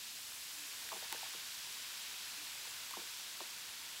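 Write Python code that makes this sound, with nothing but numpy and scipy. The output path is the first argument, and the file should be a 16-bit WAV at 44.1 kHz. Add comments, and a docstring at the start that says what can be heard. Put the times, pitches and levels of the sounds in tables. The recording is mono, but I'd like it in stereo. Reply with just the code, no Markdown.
"""A wet bath bomb fizzes over an enamel basin of foamy water in a small room.
Countless tiny bubbles burst, each ringing briefly, and merge into a steady hiss. Drops fall from the
hand and plop dully into the foam; the plastic wrap buckles and ticks now and then. Drops and ticks
excite the basin and the room. Under it all: a quiet rumble and a faint low tone. Close and mono."""
import sys
import numpy as np
from scipy import signal
from scipy.fft import rfft, irfft
from scipy.io import wavfile
from scipy.ndimage import uniform_filter1d

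SR = 44100
rng = np.random.default_rng(int(sys.argv[2]) if len(sys.argv) > 2 else 0)


def unload_audio(sound):
    """Save the sound as a 16-bit wav file, at the path given as the first command line argument."""
    columns = np.transpose(np.atleast_2d(sound))
    # keep every value between -1 and 1, then stretch to whole-number steps
    steps = np.round(np.clip(columns, -1, 1) * 32767)
    wavfile.write(sys.argv[1], SR, steps.astype(np.int16))


N = 176400
T = np.arange(N) / SR
BIN_HZ = np.arange(N // 2 + 1) * SR / N


def fizz():
    """Near bursts over the smooth hiss of the whole foam; three bands swell separately."""
    # fizz colour as heard, with the recorder's drop of about 3 dB above 8 kHz:
    # (frequency [Hz], relative level [dB])
    heard_colour = [(250, -18.5), (590, -13.5), (680, -11), (780, -12.5), (940, -6), (1100, -6.5),
                    (1230, -8), (1430, -3.5), (1600, -2.5), (2000, -2.5), (2500, 1.5), (3600, 4),
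                    (5000, 2.5), (6500, -1), (8000, -1), (8250, -4.5), (11000, -5.5), (13500, -7.5),
                    (15800, -10.5)]
    # band envelopes before trim: (time [s], level [dB])
    low_level = [(0, -62.5), (0.3, -60.5), (0.65, -58.5), (0.95, -56.8), (1.2, -56.5), (1.5, -58.5),
                 (2, -57.5), (2.8, -57), (3.3, -59), (4, -58)]
    mid_level = [(0, -50.5), (0.3, -52.3), (0.7, -51), (1.05, -50), (1.22, -48.5), (1.5, -49.5),
                 (2.1, -49.5), (2.8, -50.5), (3.4, -50.6), (4, -51.5)]
    treble_level = [(0, -52), (0.35, -50.5), (0.8, -50), (1.2, -50.5), (1.6, -51), (2.1, -51), (2.7, -51),
                    (3.2, -51.5), (3.6, -52.5), (4, -51.9)]
    low_edge_hz, treble_edge_hz = 2266, 6170
    hiss = from_db(1.5) * rng.standard_normal(N)
    coloured = rfft(colour(bubble_bursts() + hiss, heard_colour))
    low = 1 / (1 + (BIN_HZ / low_edge_hz) ** 6)
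    below_treble = 1 / (1 + (BIN_HZ / treble_edge_hz) ** 6)
    mid, treble = below_treble - low, 1 - below_treble
    bands = ((low, low_level, 0.5), (mid, mid_level, -1.5), (treble, treble_level, -0.5))
    return sum(rms_one(irfft(coloured * band, N)) * level(envelope) * from_db(trim_db)
               for band, envelope, trim_db in bands)


def bubble_bursts():
    """Bubbles burst at random, each ringing a few cycles at its pitch; the sum is whitened."""
    rate_per_s, spread_db, t60_cycles = 13000, 2, 11.4
    small_bias = 1.6  # above 1: more small, high bubbles
    pitches_hz = np.geomspace(700, 16000, 32)
    strength = from_db(spread_db * np.minimum(rng.exponential(1, N), 5))
    polarity = rng.choice([-1, 1], N)
    impulses = strength * polarity * (rng.random(N) < rate_per_s / SR)
    pitch_index = (len(pitches_hz) * rng.random(N) ** (1 / small_bias)).astype(int)
    cloud = rfft(sum(ring(impulses * (pitch_index == k), hz, t60_cycles / hz)
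                     for k, hz in enumerate(pitches_hz)))
    power = uniform_filter1d(np.abs(cloud) ** 2, size=2000)
    return rms_one(irfft(cloud / np.sqrt(power + 1e-12), N))


def plops(rows):
    """Each drop gives a soft push and a few foam-damped cycles that swell, sink in pitch and die."""
    fall_octaves, sharpness, push_db = 0.12, 2.1, -38
    out, t = np.zeros(N + SR), T[:SR // 20]
    for time_s, peak_db, peak_hz, swell_s in rows:
        age = t / swell_s  # 1 at the peak
        pitch_hz = peak_hz * 2 ** (fall_octaves * (1 - age) / (1 + age / 10))
        cycles = np.sin(2 * np.pi * np.cumsum(pitch_hz) / SR)
        push = from_db(push_db) * (1 - age)
        envelope = from_db(peak_db) * (age * np.exp(1 - age)) ** sharpness
        start = int(time_s * SR)
        out[start:start + len(t)] += envelope * (cycles + push)
    return butter(out[:N], hz=109, kind="high")


def drops():
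    """Distinct drops land in the foam, mostly in clusters."""
    # landings: (time [s], peak level [dB], pitch at peak [Hz], swell [s])
    landings = [(.8520, -55, 607, .001), (.8897, -37.5, 1910, 0.00071), (.9177, -38, 1080, 0.0018),
                (.9223, -54, 484, .002), (.9230, -47.5, 680, 0.0046), (.9286, -37, 930, 0.0015),
                (.9318, -59, 427, 0.0046), (.9355, -49, 850, 0.0014), (.9432, -52.5, 346, 0.0011),
                (.9534, -50, 820, 0.0057), (.9618, -56.5, 410, 0.004), (1.0262, -45, 734, 0.0013),
                (1.0395, -53, 860, 0.0026), (1.1166, -50, 936, .0045), (1.1224, -56.5, 343, 0.0047),
                (1.1272, -34.5, 1970, 0.00063), (1.1278, -38, 940, 0.002), (1.1453, -41, 890, .001),
                (1.1478, -50.5, 487, 0.0014), (1.1615, -44, 1680, 0.0013), (1.2303, -40.5, 864, 0.0018),
                (1.2626, -47, 1050, .0014), (1.3362, -45, 1173, .001), (1.3490, -50, 453, .0008),
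                (2.6520, -51.5, 940, 0.0024), (2.6745, -53, 637, 0.00095), (2.9100, -48, 982, 0.0021),
                (2.9371, -38, 1120, .002), (2.9696, -40.5, 930, 0.0013), (2.9700, -48, 540, 0.0011),
                (2.9742, -50.5, 345, 0.0023), (2.9885, -55, 334, 0.0045), (3.0150, -61, 480, .0035),
                (3.4052, -35.5, 1050, 0.00091), (3.4100, -47, 655, 0.0023), (3.4135, -52.5, 377, 0.0033)]
    return plops(landings)


def dribble():
    """Faint droplets fall from the hand at random."""
    rate_per_s, swell_s = 22, 0.0014
    peak_db, spread_db = -59, 1
    pitch_hz, spread_octaves = 1200, 0.3
    times_s = T[rng.random(N) < rate_per_s / SR]
    scatter = rng.standard_normal((len(times_s), 2))
    peaks_db = peak_db + spread_db * scatter[:, 0]
    pitches_hz = pitch_hz * 2 ** (spread_octaves * scatter[:, 1])
    return plops([(s, db, hz, swell_s) for s, db, hz in zip(times_s, peaks_db, pitches_hz)])


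def wrap_ticks():
    """The plastic film buckles with a sharp snap and a very short flutter."""
    # buckles: (time [s], impulse level [dB])
    buckles = [(0.89, -30), (.9630, -34), (1.063, -40), (1.1259, -16), (1.127, -23), (2.9095, -24),
               (3.4052, -36)]
    flutter_db, flutter_decay_s = -19.5, 0.0007
    clicks, t = np.zeros(N), T[:SR // 50]
    for time_s, db in buckles:
        clicks[int(time_s * SR)] = from_db(db)
    snap = clicks + 0.5 * ring(clicks, hz=3200, t60_s=0.0012)
    tail = from_db(flutter_db) * rng.standard_normal(len(t)) * np.exp(-t / flutter_decay_s)
    flutter = signal.fftconvolve(clicks, tail)[:N]
    return butter(snap + flutter, hz=1900, kind="high")


def basin(x):
    """The hollow of the basin rings."""
    # modes: (frequency [Hz], gain [dB], T60 [s])
    modes = [(195, 15.5, 0.18), (360, 5.5, 0.078), (463, 11, 0.084), (650, 3.5, 0.2), (755, 1, 0.26),
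             (930, -6.5, 0.13)]
    return sum(from_db(db) * ring(x, hz, t60_s) for hz, db, t60_s in modes)


def room(x):
    """The small room answers with a short, dull tail."""
    t60_s, gap_s, gain_db = 0.41, 0.0013, -7.5
    t = T[:SR // 2]
    tail = rng.standard_normal(len(t)) * from_db(-60 * t / t60_s) * (t > gap_s)
    reverb = signal.fftconvolve(x, tail / np.linalg.norm(tail))[:N]
    return from_db(gain_db) * butter(reverb, hz=1780, kind="low")


def low_tone():
    """A faint low tone swells twice."""
    # swells: (centre time [s], peak level [dB], half width [s])
    swells = [(.615, -65.5, 0.056), (2.413, -65.5, 0.053)]
    pitch_hz = 296
    envelope = sum(from_db(db) * np.exp(-((T - s) / half_s) ** 2) for s, db, half_s in swells)
    return envelope * np.sin(2 * np.pi * pitch_hz * T)


def room_rumble():
    """Steady low background noise."""
    # rumble spectrum: (frequency [Hz], relative level [dB])
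    spectrum = [(20, -40), (35, -21), (52, -5), (64, -4), (74, 6), (86, -3), (120, 2), (145, -0.5),
                (200, -0.5), (265, 0.5), (297, 1.5), (325, -1), (365, -2), (520, -4.5), (1000, -3),
                (3000, -19.5)]
    return from_db(-69.5) * rms_one(colour(rng.standard_normal(N), spectrum))


def from_db(db):
    """Decibels to gain."""
    return 10 ** (np.asarray(db) / 20)


def rms_one(x):
    """Scale to unit power."""
    return x / np.sqrt(np.mean(x ** 2) + 1e-20)


def level(rows):
    """Gain curve from (time [s], level [dB])."""
    return from_db(np.interp(T, *np.transpose(rows)))


def butter(x, hz, kind, order=2):
    """Low-pass or high-pass."""
    return signal.sosfilt(signal.butter(order, hz, kind, fs=SR, output="sos"), x)


def colour(x, points):
    """Shape the spectrum by (frequency [Hz], gain [dB])."""
    hz, db = np.transpose(points)
    gain_db = np.interp(np.log(np.maximum(BIN_HZ, 1)), np.log(hz), db)
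    return irfft(rfft(x) * from_db(gain_db), N)


def ring(x, hz, t60_s):
    """Two-pole resonance, unit peak gain."""
    radius = from_db(-60 / (t60_s * SR))
    zeros = np.array([1, 0, -1]) * (1 - radius ** 2) / 2
    poles = [1, -2 * radius * np.cos(2 * np.pi * hz / SR), radius ** 2]
    return signal.lfilter(zeros, poles, x + 1e-18)


def scene():
    """Fizz, drops and wrap over the quiet room, the same in both channels."""
    rumble = room_rumble()
    foam = fizz()
    transients = drops() + wrap_ticks() + dribble()
    mono = foam + transients + basin(transients) + room(transients) + rumble + low_tone()
    return np.tile(mono, (2, 1))


def record(dry):
    """The microphone loses the deepest bass; the top is cut steeply."""
    top_hz = 15830
    bass_cut = butter(dry, hz=40, kind="high", order=4)
    low_pass = signal.firwin(401, top_hz, fs=SR)
    return signal.fftconvolve(bass_cut, low_pass[None], mode="same", axes=1)


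dry = scene()
out = record(dry)
unload_audio(out)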